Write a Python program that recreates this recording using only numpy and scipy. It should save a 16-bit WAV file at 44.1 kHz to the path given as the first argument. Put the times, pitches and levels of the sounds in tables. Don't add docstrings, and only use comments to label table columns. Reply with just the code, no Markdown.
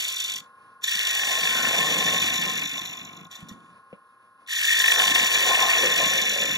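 import sys
import numpy as np
from scipy import signal
from scipy.fft import rfft, irfft
from scipy.io import wavfile
from scipy.ndimage import uniform_filter1d

SR = 44100
rng = np.random.default_rng(int(sys.argv[2]) if len(sys.argv) > 2 else 0)


def master_out(mix):
    frames = np.transpose(np.atleast_2d(mix))
    ceiling = np.clip(frames, -1, 1)
    pcm = np.round(ceiling * 32767).astype(np.int16)
    wavfile.write(sys.argv[1], SR, pcm)


def invert_db(level):
    return 10 ** (np.asarray(level, dtype=float) / 20)


N = 289737
T, HZ = np.arange(N) / SR, np.arange(N // 2 + 1) * SR / N + 1e-9
TURNS_HZ = 25.27
LATER = int(9 * SR / TURNS_HZ)

# time in seconds, edge pressure in dB, depth of cut 0-1,
# weight of the shaft on the rest 0-1.
FIRST_PASS = [(-0.1, -30, 0.67, .2), (0.2, -33.5, 0.41, 0.23), (0.35, -34.5, 0.55, 0.54),
              (0.39, -37, 0, 0.62), (0.42, -59.5, .6, 0.54), (0.46, -70, .9, 0.1)]
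SECOND_PASS = [(0.813, -31, 0.016, 0.29), (1.001, -30.5, 0.67, 0.36), (1.32, -29.5, 0.77, 0.62),
               (1.619, -29, 0.95, 0.87), (1.9, -28.5, 0.85, 0.9), (2.25, -28, 0.75, 0.89),
               (2.55, -31.5, 0.76, 0.86), (2.92, -40.5, 0.83, 0.74), (3.27, -57, 1, 0.7)]
SKIM = [(3.29, -46, 0.95, 0.64), (3.36, -52, 0.99, 0.39), (3.42, -56.5, 0.9, 0.75), (3.46, -67, .95, .7),
        (3.5, -53.5, 0.95, 0.7), (3.56, -70.5, .98, 0.74), (3.7, -72.5, 0.9, 0.57),
        (3.78, -100.5, 0.8, 0.48)]
THIRD_PASS = [(4.464, -33, .02, .05), (4.7, -26.5, 0.55, .34), (4.95, -25, 0.93, 0.47),
              (5.13, -25.5, 0.86, 0.92), (5.4, -26, 0.85, 0.57), (5.75, -26.5, .97, 0.51),
              (5.98, -26.5, 0.78, 0.87), (6.3, -27.5, 0.63, 0.71), (6.57, -30.5, 0.67, 0.93)]
# time the edge would reach the centre in seconds, end-grain throb in dB,
# chatter in dB, share 0-1 that rides old ripples at first, delay of the blank's throb in turns.
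WOOD = [
    (1.6, 5, -26, 0.7, .3),
    (3.3, 1.1, -7, .45, 0.24),
    (4.1, -0.5, -7, 0.3, 0.56),
    (7.3, 1.5, -5, .95, 0.37),
]
# start in seconds, peak in dB.
TOUCHES = [(0.243, -19), (0.8376, -9), (0.878, -14.5), (2.776, -26.5), (2.8165, -26), (2.856, -22),
           (3.3106, -25.5), (3.332, -35), (3.351, -28.5), (3.485, -28), (3.5319, -56.5), (5.1485, -24)]
# centre in seconds, length in seconds, change of edge in dB,
# change of chuck and rest in dB.
SKIPS = [(1.623, 0.015, -0.8, -6), (2.254, 0.026, -0.5, 0.5), (2.7, 0.034, 0.5, -11),
         (5.131, 0.0082, -7, 0), (5.286, 0.037, -1.4, -0.5), (5.955, .03, -.3, -1.5),
         (6.26, 0.036, -1.5, 3.5)]
# centre in seconds, length in seconds,
# level over the steady groan in dB, pitch in Hz.
DIGS = [(1.277, 0.11, 0.5, 724), (1.6, .13, 4.5, 1518), (1.778, 0.077, -2.5, 724), (1.966, .12, 0.5, 610),
        (2.13, 0.071, -0.5, 624), (2.324, 0.029, -2, 680), (2.47, 0.028, 3, 690), (2.779, 0.0083, 3.5, 726),
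        (4.935, 0.14, -1, 1480), (5.018, 0.071, -9, 713), (5.17, 0.03, -9, 685), (5.438, 0.088, -1, 546),
        (5.508, 0.031, 3, 730), (5.624, .07, -1, 750), (5.859, 0.069, 5, 510), (6.024, 0.057, 7, 653),
        (6.172, 0.058, 8.5, 575), (6.379, 0.1, 11, 550)]
# start in seconds, peak in dB, pitch in Hz, 60 dB decay in seconds.
KNOCKS = [
    (0.4, -48, 138, 0.067),
    (0.95, -38, 188, 0.052),
    (3.424, -29, 158, 0.064),
    (3.509, -28, 187, 0.061),
    (3.926, -26, 470, 0.026),
]

# centre in Hz, width in Hz, level in dB.
STEEL = [(3517, 142, 1), (3970, 124, -9.5), (5779, 297, -7), (6855, 262, -7), (9950, 130, -10),
         (12520, 370, -18), (13930, 320, -22.5)]
BLANK = [(1520, 150, -11), (2030, 250, -8), (2260, 130, 0), (2420, 200, -5), (2570, 170, 0),
         (2820, 200, -2), (3080, 300, -7)]
CHATTER = [(1690, 70, -7), (1800, 70, 0), (1865, 70, -.7)]
SHAVINGS = [(3183, 450, 9), (4570, 200, -1), (5080, 380, -15.5), (6140, 380, -7.5), (7810, 620, -8.5),
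            (8150, 340, -12.5), (9800, 520, -13), (9850, 600, -7.5), (11500, 1000, -14.5),
            (12530, 3000, -25), (15250, 1000, -16.5)]
CHUCK = [(461, 26, 1), (547, 204, -3), (663, 43, 2.5), (741, 35, 1), (920, 138, 1.5), (1225, 160, -0.5)]
HEADSTOCK = [(1054, 12, 0), (1083, 10, -4)]
REST = [(102, 3, -3.5), (165, 35, 1.5), (218.3, 13, 1.5), (282, 23, -1), (333, 95, -9)]

# pitch in Hz, level in dB rms.
MOTOR = [(484.5, -81), (796.7, -81), (1023, -75), (1055, -62), (1082, -65), (1114, -74), (1206, -73),
         (1276, -78), (1324, -75), (1416, -78), (1443, -69), (1475, -79), (1642, -74), (1814, -83)]
DRIVE = [(8608, -95), (8969, -102), (9690, -99), (9808, -98), (9932, -86), (10051, -90), (10174, -89),
         (10293, -97), (11133, -87), (11256, -88), (11375, -95), (11617, -102)]
# frequency in Hz, density in dB per Hz.
AIR = [(55, -19.5), (110, -2), (900, -2.5), (1060, 1.5), (1300, -3), (1800, -3), (2000, -13.5), (2260, -9),
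       (2500, -5), (3500, -14.5), (5500, -21.5), (8100, -36), (10200, -14), (11200, -24.5), (12500, -63.5)]

# time in seconds, gain in dB.
STEADY_GAIN = [(0, 3.5), (3.3, 3.5), (3.7, 2), (4., 0), (4.45, -1), (4.8, 3.5), (6.57, 3.5)]
# frequency in Hz, lead of the left in radians.
PORT_PHASE = [(520, -.1), (860, .8), (1200, .6), (1720, -.66), (2150, -2.4), (2550, -2.97), (2930, -3.2),
              (3100, -3.55), (3790, -5.6), (4300, -6.15), (5000, -5.95), (5340, -5.45), (6250, -6.1),
              (7200, -5.1), (8270, -6.28)]
# frequency in Hz, left minus right in dB.
PORT_BALANCE = [(100, 0), (550, 0), (860, 4.5), (1720, 4.5), (2000, 2), (2450, 2), (2600, 0), (16000, 0)]
# frequency in Hz, level of unrelated sound in dB.
DIFFUSE = [(30, -6), (80, -16), (400, -9), (800, -6), (2050, -6), (2300, -13), (2800, -21), (3500, -12),
           (5250, -7), (5800, -12), (7400, -6), (8100, -10), (8400, -40), (12000, -20), (14500, -9)]
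# frequency in Hz, level in dB per bin.
QUIETEST = [(2000, -140), (10300, -125), (10500, -104), (12000, -100), (13500, -107), (15000, -89),
            (15700, -72.5)]


def curve(table):
    s, *columns = np.transpose(table)
    return [np.interp(T, s, c) for c in columns]


def over_hz(table):
    hz, value = np.transpose(table)
    return np.interp(np.log(HZ), np.log(hz), value)


def walk(rate):
    hold = int(SR / rate)
    steps = np.repeat(rng.standard_normal(N // hold + 1), hold)
    return 1.8 * uniform_filter1d(uniform_filter1d(steps, hold), hold)[:N]


def swell(s, length):
    return np.exp(-((T - s) / length) ** 2)


def ring(force, modes, size=32768):
    f = np.arange(size // 2 + 1) * SR / size + 1e-3
    gain = sum(invert_db(db) / (1 + ((f - hz) / (.8 * width)) ** 2) for hz, width, db in modes)
    gain = gain * f ** 2 / (f ** 2 + 75 ** 2)
    cepstrum = irfft(np.log(gain / np.sqrt(np.mean(gain ** 2))))
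    cepstrum[1:] *= 2 * (np.arange(1, size) <= size // 2)
    response = irfft(np.exp(rfft(cepstrum)))[:size // 2]
    return signal.fftconvolve(force, response)[:N]


def fibres(depth_db, delay, bite_db, flicker_db, repeat):
    angle = 2 * np.pi * (TURNS_HZ * T - delay)
    throb_db = depth_db * (np.cos(2 * angle) + .25 * np.cos(angle) + .4 * np.cos(4 * angle))
    fresh, ripples = rng.standard_normal((2, N)) * invert_db(1.5 * rng.exponential(size=(2, N)))
    last_turn = np.exp(-2j * np.pi * HZ / TURNS_HZ)
    ripples = irfft(rfft(ripples) * .53 / (1 - .85 * last_turn), N)
    repeat = np.clip(repeat, 0, 1)
    force = np.sqrt(1 - repeat) * fresh + np.sqrt(repeat) * ripples
    force = force * invert_db(throb_db + bite_db + flicker_db * walk(150))
    return force / np.sqrt(uniform_filter1d(force ** 2, SR // 8))


def gouge():
    steel_db, depth, weight, radius, throb_db, chatter_db, repeat, blank_delay = passes()
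    lose_db, slack_db = sum(np.outer(db, swell(s, length)) for s, length, *db in SKIPS)
    steel_db = steel_db + lose_db
    speed_db = 20 * np.log10(radius)
    chatter_db = chatter_db - 5.5 / (1 + (radius / 0.19) ** 8) + 2.6 * repeat
    steel_depth = throb_db + 6 * (1 - radius) ** 2 + 1.5 * repeat ** 2
    blank_depth = 1.64 + 8 * repeat
    blank_db = steel_db - 2 + 5 * depth + 0.2 * (np.minimum(chatter_db, -4) + 5.5)
    rest_push = invert_db(-92.5 + 59 * weight + slack_db)
    chuck_push = invert_db(steel_db - 48.5 + 44 * depth + slack_db) + rest_push * invert_db(-15.5)
    bite_db = .8 * walk(30)

    out = steel_and_shavings(steel_db, steel_depth, bite_db, repeat, speed_db)
    wood = fibres(blank_depth, blank_delay, bite_db, 1.3, repeat)
    out += ring(np.roll(wood, LATER) * invert_db(blank_db), BLANK)
    out += ring(wood * invert_db(blank_db + chatter_db + 0.29 * speed_db), CHATTER)
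    out += chuck(fibres(.6 * blank_depth, blank_delay, bite_db, 1.5, .58), chuck_push)
    rub = fibres(.4 * steel_depth, .21, bite_db, 2.5, 0.58)
    out += ring(rub * rest_push * invert_db(-1.0), REST)
    return irfft(rfft(out) * (1 - .96 / (1 + ((HZ - 10090) / 380) ** 4)), N)


def passes():
    spans = [FIRST_PASS, SECOND_PASS, SKIM, THIRD_PASS]
    starts = np.array([span[0][0] for span in spans])
    rows = [(s - 1e-4, -100, 0, 0) for s in starts]
    for span in spans:
        lifted = span[-1][0] + .018
        rows += [*span, (lifted, -100, span[-1][2], 0), (lifted + 1e-4, -100, 0, 0)]
    edge_db, depth, weight = curve(sorted(rows))
    now = np.maximum(np.searchsorted(starts, T) - 1, 0)
    age = T - starts[now]
    centre_s, throb_db, chatter_db, ripples, delay = np.array(WOOD)[now].T
    radius = np.clip(1 - age / (centre_s - starts[now]), 0.076, 1)
    attack_s, ripples_wear_s = 0.024, 0.44
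    entry_db = 40 * np.log10(1 - np.exp(-np.maximum(age, 1e-5) / attack_s))
    repeat = ripples * np.exp(-(age / ripples_wear_s) ** 2)
    return edge_db + entry_db, depth, weight, radius, throb_db, chatter_db, repeat, delay


def grazes():
    force = np.zeros(N)
    for s, db in TOUCHES:
        age = np.maximum(T - s, 0) / 0.0033
        force += invert_db(db - 13.0) * age * np.exp(1 - age)
    return force


def steel_and_shavings(steel_db, throb_db, bite_db, repeat, speed_db):
    delay = .21 + 0.25 * repeat ** 2
    edge = fibres(throb_db, delay, bite_db, 1.33, .2 + .5 * repeat)
    early = np.roll(edge, -int(.11 * SR / TURNS_HZ))
    graze = grazes()
    push = invert_db(steel_db) + graze
    out = ring(edge * push * invert_db(-1.94), STEEL[:2])
    out += ring(early * push * invert_db(-4.5), STEEL[2:])
    thrown = (push - .85 * graze) * invert_db(5.5 + 0.75 * speed_db - 5.0)
    return out + ring(np.roll(early, LATER) * thrown, SHAVINGS)


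def chuck(tearing, push):
    groan = tearing * push
    out = ring(groan * invert_db(-1.67), CHUCK)
    heard = np.zeros(N)
    for s, length, db, hz in DIGS:
        dig = invert_db(db) * swell(s, length)
        out += ring(groan * dig, [(hz, 181, 0)], size=4096)
        heard += dig * np.exp(-((hz - 696) / 94) ** 2)
    shake = rng.standard_normal(N) * push * invert_db(-2.0) * (1 + 0.9 * heard)
    return out + ring(shake, HEADSTOCK)


def knocks():
    out = np.zeros(N)
    for s, db, hz, t60 in KNOCKS:
        age = np.maximum(T - s - .002, 0)
        rise = 1 - np.exp(-(age * hz / 0.54) ** 2)
        tap = invert_db(-60 * age / max(t60, .01)) * np.sin(2 * np.pi * 1.096 * hz * age)
        thud = 0.65 * np.sin(2 * np.pi * max(0.413 * hz, 120) * age)
        thud = thud * invert_db(-60 * age / 0.043) * np.minimum(age / 0.0069, 1)
        out += invert_db(db - 0.5) * rise * (tap + thud)
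    return out


def rattle():
    s, db = KNOCKS[-1][:2]
    age = T - s - .002
    decay = invert_db(db - 24.5 - 60 * np.maximum(age, 0) / .09)
    return ring(rng.standard_normal(N) * (age > 0) * decay, BLANK)


def whine(lines):
    out = np.zeros(N)
    for (hz, db), start in zip(lines, rng.random(len(lines))):
        out += np.sqrt(2) * invert_db(db + .8 * walk(4)) * np.sin(2 * np.pi * (hz * T + start))
    return out


def air():
    gusts = rng.standard_normal(N) * invert_db(1.5 * walk(20))
    noise = irfft(rfft(gusts) * invert_db(over_hz(AIR)), N)
    return noise / np.sqrt(np.mean(noise ** 2)) * invert_db(-64.5)


def ports(x, tilt, scatter):
    hz, turn = np.transpose(PORT_PHASE)
    half = invert_db(tilt * over_hz(PORT_BALANCE) / 2) * np.exp(.5j * np.interp(HZ, hz, turn))
    tail = rng.standard_normal((2, N)) * invert_db(-60 * T / .15)
    tail /= np.sqrt(np.sum(tail ** 2, axis=1, keepdims=True))
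    scattered = scatter * invert_db(over_hz(DIFFUSE)) * rfft(tail)
    return irfft(rfft(x) * (np.array([half, 1 / half]) + scattered), N)


def drop_faint(x):
    mid_side = np.array([x[0] + x[1], x[0] - x[1]]) / 2
    hz, _, bins = signal.stft(mid_side, SR, "hann", 2048)
    power = uniform_filter1d(np.abs(bins) ** 2, size=12, axis=1)
    around = uniform_filter1d(power.max(axis=0), size=100, axis=0) * invert_db(2 * -22)
    quiet = invert_db(2 * np.interp(hz, *np.transpose(QUIETEST)))[:, None]
    mask = around * invert_db([0, 14])[:, None, None]
    floor = quiet * invert_db([0, -16])[:, None, None]
    kept = (power > np.maximum(mask, floor)) | (hz < 2300)[:, None]
    mid, side = signal.istft(bins * kept, SR, "hann", 2048)[1][:, :N]
    return np.array([mid + side, mid - side])


def scene():
    gain = invert_db(curve(STEADY_GAIN)[0])
    close = ports(gouge() + knocks(), 1, 1) + ports(rattle(), 1, 1)
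    tones = whine(MOTOR) * gain * invert_db(3.0) + whine(DRIVE)
    return close + ports(tones, 0, .15) + ports(air() * gain, 0, 1.5)


def low_pass(x):
    return signal.sosfilt(signal.butter(12, 16040, fs=SR, output="sos"), x)


def record(dry):
    top = signal.ellip(8, .2, 70, 15760, fs=SR, output="sos")
    mix = drop_faint(signal.sosfilt(top, dry))
    return low_pass(mix)


dry = scene()
out = record(dry)
master_out(out)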